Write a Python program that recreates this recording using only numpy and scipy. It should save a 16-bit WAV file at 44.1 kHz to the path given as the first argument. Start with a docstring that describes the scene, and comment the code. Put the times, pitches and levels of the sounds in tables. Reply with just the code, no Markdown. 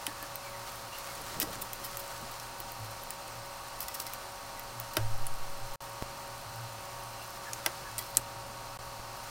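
"""Tweezers on a phone screen assembly

Steel tweezers tick (impact), scrape (stick-slip) and snap small parts home on a hand-held screen; each blow
excites damped resonances. Rubber gloves rub and crinkle as filtered noise and grains, with short raspy squeaks.
The bench hums as resonant noise and booms twice; after the second boom a stand sways. A fan adds harmonics
and shaped air noise. The two channels differ only in a faint hiss, and the level dips briefly twice."""
import sys
import numpy as np
from scipy import signal
from scipy.fft import rfft, irfft, next_fast_len
from scipy.io import wavfile
from scipy.ndimage import uniform_filter1d, map_coordinates

SR = 44100
rng = np.random.default_rng(int(sys.argv[2]) if len(sys.argv) > 2 else 0)


def to_wav(s):
    """Save 16-bit WAV."""
    ch = np.atleast_2d(s).T  # columns
    pcm = np.round(np.clip(ch, -1, 1) * 32767)  # PCM
    wavfile.write(sys.argv[1], SR, pcm.astype(np.int16))


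N = 410130
T = np.arange(N) / SR  # scene time [s]
AGE = np.arange(SR // 4) / SR  # time since the start of a short sound [s]


def amp(db):
    """Logarithmic level: decibels to amplitude gain."""
    return 10 ** (np.asarray(db) / 20)


def unit(x):
    """Normalization: scale to an rms of 1."""
    return x / np.sqrt(np.mean(x ** 2) + 1e-20)


def sized(x, db, length=1 / 100):
    """Equal energy: give a short sound the energy of db rms held for length seconds."""
    energy = np.sum(x ** 2) + 1e-20
    return x * amp(db) * np.sqrt(length * SR / energy)


def level(rows):
    """Linear interpolation in decibels: gain per sample from rows of (time [s], level [dB])."""
    return amp(np.interp(T, *np.transpose(rows)))


def swells(rows):
    """Power summation of Gaussian swells from rows of (middle [s], length [s], peak level [dB])."""
    power = 0
    for middle, length, db in rows:
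        bell = np.exp(-2 * ((T - middle) / length) ** 2)
        power = power + (amp(db) * bell) ** 2
    return np.sqrt(power)


def along(points, hz):
    """Spectral envelope: gain of (frequency [Hz], level [dB]) points joined on a log axis."""
    f, db = np.transpose(points)
    return amp(np.interp(np.log(hz + 1), np.log(f), db))


def wobble(rate):
    """Slow random modulation: a smooth curve with rate random knots a second."""
    knots = rng.standard_normal(int(N * rate / SR) + 4)
    return map_coordinates(knots, [T * rate])


def filtered(x, response):
    """Linear filtering: multiply the spectrum of x by a response of frequency."""
    size = next_fast_len(len(x) + 8192)  # padding leaves room for the tail
    spectrum = rfft(x, size) * response(np.fft.rfftfreq(size, 1 / SR))
    return irfft(spectrum, size)[:len(x)]


def resonance(hz, centre, width):
    """Damped oscillator: causal response of one resonance, width in Hz."""
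    return 1j * hz * width / (centre ** 2 - hz ** 2 + 1j * hz * width)


def fade(t60):
    """Exponential decay: a loss of 60 dB in t60 seconds."""
    return np.exp(-np.log(1000) * AGE / t60)


def add(track, s, sound):
    """Superposition: mix a sound into the track at s seconds."""
    part = track[round(s * SR):][:len(sound)]
    part += sound[:len(part)]


def ring(modes, scatter_db, detune):
    """Modal synthesis of a hand-held body; the grip changes each mode's strength and pitch."""
    hz, db, t60 = np.transpose(modes)
    size, pitch, phase = rng.standard_normal((3, len(hz), 1))
    actual_hz = hz[:, None] * (1 + detune * pitch)
    waves = np.sin(2 * np.pi * (actual_hz * AGE + phase))
    strength = amp(db[:, None] + scatter_db * size)
    return np.sum(strength * fade(t60[:, None]) * waves, axis=0)


def tip(force, ring_hz, width_hz, crack_db):
    """Source and resonator: a force makes the steel tip ring over a broad crack."""
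    def response(hz):
        crack = resonance(hz, 10900, 11700) * resonance(hz, 6900, 16000)
        return resonance(hz, ring_hz, width_hz) + amp(crack_db) * crack
    return filtered(force, response)


# light taps of the tweezer tip: (time [s], tip level [dB], tip ring [Hz])
TICKS = [(.227, -43, 12130), (0.3566, -37.5, 13200), (.9852, -44, 12890), (1.4006, -27, 13900),
         (1.622, -41, 9500), (1.7325, -36.5, 13200), (1.9712, -36.5, 13200), (2.399, -44.5, 5770),
         (2.6028, -39, 14000), (2.7197, -44, 14100), (3.0355, -46, 12470), (3.106, -36, 15200),
         (3.8054, -34.5, 13300), (3.999, -40, 14300), (4.1358, -39, 13600), (4.5953, -42.5, 13700),
         (4.8, -36.5, 14670), (5.2672, -37, 9800), (7.5332, -35, 6540), (7.9816, -33.5, 8240),
         (8.15, -46, 4520)]
TAP_FRAME_DB, TAP_CRACK_DB = -13.5, -12.5  # frame relative to tip, crack relative to ring [dB]
# parts snapping into place: (time [s], tip level [dB], tip ring [Hz], crack relative to ring [dB],
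# seating level [dB], seating ring [Hz], frame level [dB], whole-screen level [dB])
SNAPS = [(0.0666, -33.5, 10200, -3, -40, 5100, -36.5, -49), (1.416, -41, 9100, -1, -40, 5860, -39.5, -45),
         (1.429, -34, 13100, -1, -57, 5300, -51, -42.5), (4.0012, -37, 14100, -3, -39.5, 5200, -53, -51),
         (4.9687, -30.5, 10300, 0, -31.5, 4900, -35, -28.5), (7.6617, -30, 10000, 0, -29, 5560, -33, -30.5),
         (8.1707, -19.5, 8340, -8, -29, 12300, -40.5, -39.5)]
SEAT_S, SEAT_CRACK_DB = 0.00128, -14  # seating delay after the click [s], crack relative to ring [dB]


def contacts():
    """Successive impacts: a tap is one contact, a snap is a click and then its seating.

    Rows are (time [s], tip level [dB], tip ring [Hz], frame level [dB], crack level [dB])."""
    rows = [(s, db, hz, db + TAP_FRAME_DB, TAP_CRACK_DB) for s, db, hz in TICKS]
    for s, db, hz, crack_db, seat_db, seat_hz, frame_db, _ in SNAPS:
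        rows.append((s, db, hz, frame_db, crack_db))
        rows.append((s + SEAT_S, seat_db, seat_hz, frame_db, SEAT_CRACK_DB))
    return rows


# modes of the metal frame, before scatter and detuning: (frequency [Hz], level [dB], own t60 [s])
FRAME_MODES = [(1947, 0.5, 0.08), (2290, -10, 0.051), (2544, 1, 0.039), (3017, -5.5, 0.12),
               (3480, 0, 0.032), (4016, -2, 0.032)]
# a stronger contact is a cleaner blow: from this tip level [dB], blow gain per dB of tip level [dB]
HARD_ABOVE_DB, HARDENING = -32, 1.1


def ticks():
    """Impact excitation: a sharp blow with quick chatter; the room trails it, a little duller."""
    out = np.zeros(N)
    for s, tip_db, ring_hz, frame_db, crack_db in contacts():
        chatter, near, far = rng.standard_normal((3, len(AGE)))
        room = amp(-13) * near * fade(.028) + amp(-21) * far * fade(.075)
        dull_room = filtered(room, lambda hz: 1 / (1 + 1j * hz / 16000))
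        force = chatter * fade(.004) + dull_room
        force[0] += 1.1 * amp(HARDENING * max(tip_db - HARD_ABOVE_DB, 0))
        add(out, s, sized(tip(force, ring_hz, width_hz=940, crack_db=crack_db), tip_db))
        frame = unit(ring(FRAME_MODES, scatter_db=2, detune=.03) * fade(.06))  # extra damping
        rattle = unit(filtered(force, lambda hz: resonance(hz, 2980, 1100) ** 2))
        add(out, s, sized(frame + amp(-3) * rattle, frame_db))
    return out


# the tip slides over a part: (time [s], length [s], upper ring level [dB], lower ring level [dB])
SCRAPES = [(1.401, 0.017, -41, -40), (1.417, 0.013, -43, -35), (1.613, 0.016, -39, -49),
           (1.84, 0.028, -44.5, -44.5), (1.993, .013, -41, -56), (2.31, .012, -48, -58),
           (3.809, .037, -48, -46.5), (3.881, 0.0088, -47, -39), (3.941, .017, -42, -42.5),
           (4.012, 0.015, -45, -52), (4.063, 0.014, -51, -42.5), (4.932, .012, -47, -56),
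           (7.985, 0.0087, -38, -37)]
SCRAPE_UPPER_HZ, SCRAPE_LOWER_HZ = 13500, 5350  # the two rings of the sliding tweezers
SCRAPE_FRAME_DB = -7  # frame relative to the lower ring


def scrapes():
    """Stick-slip friction: a sliding tip gives a run of tiny uneven blows."""
    out = np.zeros(N)
    for s, length, upper_db, lower_db in SCRAPES:
        blows = rng.standard_normal(len(AGE))
        uneven_db = 4 * np.repeat(rng.standard_normal(len(AGE)), repeats=32)[:len(AGE)]
        stroke = np.exp(-np.abs(2 * AGE / length - 1) ** 3)
        force = blows * amp(uneven_db) * (stroke + amp(-6) * fade(0.26))  # the room trails the stroke
        for ring_hz, tip_db in (SCRAPE_UPPER_HZ, upper_db), (SCRAPE_LOWER_HZ, lower_db):
            add(out, s, sized(tip(force, ring_hz, width_hz=800, crack_db=-8), tip_db, length))
        frame = signal.fftconvolve(force, ring(FRAME_MODES, scatter_db=1.5, detune=0.025))
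        add(out, s, sized(frame, lower_db + SCRAPE_FRAME_DB, length))
    return out


# modes of the whole screen in the hand, before scatter and detuning: (frequency [Hz], level [dB], t60 [s])
SCREEN_MODES = [(367, -2, 0.11), (512, -4, 0.022), (610, 4.5, 0.07), (904, 3.5, 0.062), (1270, 13, 0.018),
                (1560, 4.5, 0.067)]
# low bending of the screen rings on in the hand: (time [s], starting amplitude [dB], frequency [Hz])
THUDS = [(0.079, -38, 293), (.227, -44, 298), (1.429, -31, 305), (1.561, -46, 273), (2.227, -42, 235),
         (2.602, -44, 340), (4.971, -29, 325), (7.663, -32.5, 347), (8.172, -41, 280)]
# dull bumps of the hands: (time [s], amplitude before the rounded onset [dB], decay constant [s])
BUMPS = [(2.226, -34, .001), (6.0243, -19, 0.00076), (8.169, -34, 0.00094), (8.195, -35, 0.0022),
         (8.997, -35.5, 0.0033)]


def knocks():
    """Modal response: snaps ring the screen and the room answers; a soft bump is one rounded push."""
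    out = np.zeros(N)
    for s, *_, db in SNAPS:
        body = unit(ring(SCREEN_MODES, scatter_db=2.5, detune=.02))
        burst = rng.standard_normal(len(AGE)) * fade(0.14)
        room = filtered(burst, lambda hz: resonance(hz, 780, 1500) ** 2)
        add(out, s, sized(body + amp(-4.0) * unit(room), db))
    for s, db, hz in THUDS:
        add(out, s, amp(db) * fade(0.072) * np.sin(2 * np.pi * hz * AGE))
    for s, db, decay in BUMPS:
        add(out, s, amp(db) * np.exp(-AGE / decay) * (1 - fade(0.000087)))
    return out


# faint squeaks: (time [s], amplitude before the lift [dB], middle pitch [Hz])
SQUEAKS = [(.064, -48.5, 1770), (.2, -49, 1710), (.44, -51.5, 2290), (.52, -53, 2010), (.91, -49, 2790),
           (1.07, -56, 2160), (4.56, -53, 2000), (7.19, -54, 2720), (7.447, -46.5, 1715),
           (7.842, -51.5, 1680)]
SQUEAK_S, SQUEAK_LIFT_DB = 0.067, 2.0  # length [s], lift of every squeak [dB]


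def squeaks():
    """Frequency and amplitude modulation: short raspy tones that sag a little in pitch."""
    out = np.zeros(N)
    for s, db, hz in SQUEAKS:
        progress = np.minimum(AGE / SQUEAK_S, 1)
        noise = rng.standard_normal((2, len(AGE)))
        unsteady, rasp = unit(uniform_filter1d(noise, size=110))
        pitch = hz * (1 + .03 * (.5 - progress) + .025 * unsteady)
        swell = np.sin(np.pi * progress) * (1 + .5 * rasp)
        tone = np.sin(2 * np.pi * np.cumsum(pitch) / SR)
        add(out, s, amp(db + SQUEAK_LIFT_DB) * swell * tone)
    return out


# the holding grip rubs less and less: (time [s], level [dB])
RUB_REST = [(0, -52), (3.5, -55), (7.5, -57), (8.6, -79)]
# a glove strokes the screen: (middle [s], length [s], peak level [dB])
STROKES = [(.68, 0.083, -47.5), (1.08, .2, -46), (1.32, 0.17, -46), (1.54, 0.043, -44), (2.05, 0.71, -52),
           (4.03, 0.16, -58), (7.75, 0.59, -51), (9.28, 0.17, -50)]


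def rubbing():
    """Power summation: how hard the gloves rub, as the holding grip plus single strokes."""
    return np.hypot(level(RUB_REST), swells(STROKES))


# spectrum of rubber on metal and glass: (frequency [Hz], relative density [dB])
RUBBER = [(300, -41), (1200, 8.5), (2500, -0.5), (5000, 1), (9000, -2.5), (14000, -6.5), (16000, -4)]
# spectrum of a dull shuffle: (frequency [Hz], relative density [dB])
SHUFFLE = [(20, 8), (80, 8.5), (300, 7), (650, 5), (1500, -10.5), (5000, -52)]
# the screen is pushed over the bench: (middle [s], length [s], peak level [dB])
PUSHES = [(1.44, 0.36, -48.5), (1.83, 0.091, -51.5), (2.22, 0.075, -53.5), (8.1, 0.97, -58.5)]
SHIFT_REST_DB = -70  # shuffle between pushes


def gloves():
    """Granular friction noise: rubber creeps in fine crackles while the hands shift the screen about."""
    grains = rng.standard_normal(N) * (rng.random(N) < 450 / SR)  # about 450 grains a second
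    crackle = unit(grains) + 1.6 * rng.standard_normal(N)
    rub = unit(filtered(crackle, lambda hz: along(RUBBER, hz))) * amp(2.1 * wobble(35))
    shuffle = unit(filtered(rng.standard_normal(N), lambda hz: along(SHUFFLE, hz)))
    shuffle *= amp(3.7 * wobble(22))
    pushing = np.hypot(amp(SHIFT_REST_DB), swells(PUSHES))
    return rubbing() * rub + pushing * shuffle


def crinkles():
    """Random elastic release: folds of glove and flex cable tick, louder while the gloves rub harder."""
    out, busy = np.zeros(N), rubbing()
    for when, size, colour in rng.random(size=(150, 3)):
        s = when * (N - 1) / SR
        force = rng.standard_normal(len(AGE)) * fade(0.02) * (1 - fade(.006))
        snap = tip(force, 9000 + 6000 * colour, width_hz=1400, crack_db=-5)
        loudness = busy[int(s * SR)] ** .28
        add(out, s, sized(snap, -42 + 7 * size ** 2) * loudness)
    return out


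# brief dips in level, the first of which also ends the swaying: (start [s], end [s])
DIPS = [(5.759, 5.805), (8.774, 8.789)]
# resting level of the bench hum: (time [s], level [dB])
HUM_REST = [(0, -57), (4.2, -59.5), (6, -56.5), (9.3, -55)]
# the bench hum swells: (middle [s], length [s], peak level [dB])
HUM_SWELLS = [(3.38, 0.06, -50), (4.8, 0.078, -48.5), (5.68, 0.13, -50), (6.58, 0.28, -46.5),
              (8.15, 0.58, -54)]
# jolts that ring the bench: (time [s], amplitude before rise and decay [dB], rise constant [s], t60 [s])
JOLTS = [(2.79, -31, 0.041, 0.38), (4.975, -28, 0.013, 0.89)]


def bench():
    """Resonant noise and damped oscillation: the bench hums and booms; the stand sways and shudders."""
    hum = unit(filtered(rng.standard_normal(N), lambda hz: resonance(hz, 115.4, 13.3) ** 2))
    steadier_hum = unit(hum / (1 + .5 * np.abs(signal.hilbert(hum))))  # strong peaks are compressed
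    out = np.hypot(level(HUM_REST), swells(HUM_SWELLS)) * steadier_hum
    low_hum = unit(filtered(rng.standard_normal(N), lambda hz: resonance(hz, 63.6, 14.0) ** 2))
    out += amp(-67.5) * low_hum
    for s, db, rise, t60 in JOLTS:
        age = np.maximum(T - s, 0)
        boom = np.sin(2 * np.pi * 109 * age) + amp(-12.5) * np.sin(2 * np.pi * 55 * age)
        out += amp(db) * (1 - np.exp(-age / rise)) * np.exp(-np.log(1000) * age / t60) * boom
    age = np.maximum(T - 5.0, 0) * (T < DIPS[0][0])  # zero outside the swaying
    sway = age / 0.18 * np.exp(1 - age / 0.16) * np.sin(2 * np.pi * 5.26 * age)
    shudder = unit(filtered(rng.standard_normal(N), lambda hz: resonance(hz, 16.0, 9.3) ** 2))
    shudder *= (1 - np.exp(-age / .02)) * np.exp(-age / .5)
    return out + amp(-22.5) * sway + amp(-35.5) * shudder


# spectrum of the fan's air noise: (frequency [Hz], relative density [dB])
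AIR = [(12, -36), (20, 2), (81, -15), (120, -14.5), (146, -12.5), (177, -13.5), (337, -16.5), (367, -12.5),
       (399, -19), (542, -11), (738, -14), (923, -9.5), (1960, -16), (4180, -16), (16000, -31)]
# the fan housing colours its air noise: (centre [Hz], width [Hz], gain [dB])
HOUSING = [(445, 44, 0.5), (676, 120, 4), (793, 135, 5.5), (1219, 320, 6), (2810, 130, 3), (3800, 2300, -5),
           (4060, 84, 7.5), (4440, 300, 5.5), (5240, 99, 5.5), (5890, 370, 3), (9100, 390, -3.5),
           (8390, 115, 6), (9140, 260, 11.5), (13100, 370, 7.5), (14700, 330, 9.5)]
FAN_HZ = 186.44  # fundamental of the whine
# harmonics of the whine: (multiple of the fundamental, amplitude before flutter [dB])
WHINE = [(2, -64.5), (3, -52.5), (5, -51), (6, -54.5), (8, -61), (10, -67), (12, -74), (14, -65.5),
         (21, -80.5), (22, -63.5), (25, -64.5), (28, -66), (38, -69), (45, -68.5)]
# other workshop tones: (frequency [Hz], amplitude before flutter [dB])
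DRONE = [(260, -69.5), (520.5, -65), (699, -63), (780.4, -57)]


def fan():
    """Harmonic series and turbulence noise: slightly unsteady tones over a rush of air."""
    def housing(hz):
        gain_db = 0
        for centre, width, db in HOUSING:
            gain_db = gain_db + db / (1 + (2 * (hz - centre) / width) ** 2)
        return amp(gain_db)
    air = unit(filtered(rng.standard_normal(N), lambda hz: along(AIR, hz) * housing(hz)))
    turning = T + np.cumsum(0.00044 * wobble(2.5)) / SR  # time warped by small speed changes
    tones = np.zeros(N)
    for hz, db in [(multiple * FAN_HZ, db) for multiple, db in WHINE] + DRONE:
        flutter = np.interp(T, np.linspace(0, T[-1], num=70), rng.standard_normal(size=70))
        tones += amp(db + 2.0 * flutter) * np.sin(2 * np.pi * (hz * turning + rng.random()))
    return amp(-45.5) * air * amp(0.085 * wobble(3.3)) + tones


# spectrum of each channel's own hiss: (frequency [Hz], relative density [dB])
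HISS = [(30, -4), (300, 9.5), (1000, -13), (3000, -15), (9000, -1), (16000, -0.5)]
HISS_DB = -65  # rms


def hiss():
    """Uncorrelated noise: the faint hiss of one channel."""
    return amp(HISS_DB) * unit(filtered(rng.standard_normal(N), lambda hz: along(HISS, hz)))


def scene():
    """Superposition: all sources sum to one signal that feeds both channels, each with its own hiss."""
    handling = ticks() + scrapes() + knocks() + squeaks() + gloves() + crinkles()
    mono = handling + bench() + fan()
    return np.array([mono + hiss(), mono + hiss()])


TOP_HZ = 15900  # upper band limit


def record(dry):
    """Gating and low-pass filtering: two brief 40 dB dips and a steep band limit."""
    live = np.ones(N)
    for start, end in DIPS:
        live[(T > start) & (T < end)] = amp(-40)
    live = uniform_filter1d(live, size=40)  # soft edges
    band_limit = lambda hz: 1 / np.sqrt(1 + (hz / TOP_HZ) ** 300)
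    return np.array([filtered(side * live, band_limit) for side in dry])


dry = scene()
out = record(dry)
to_wav(out)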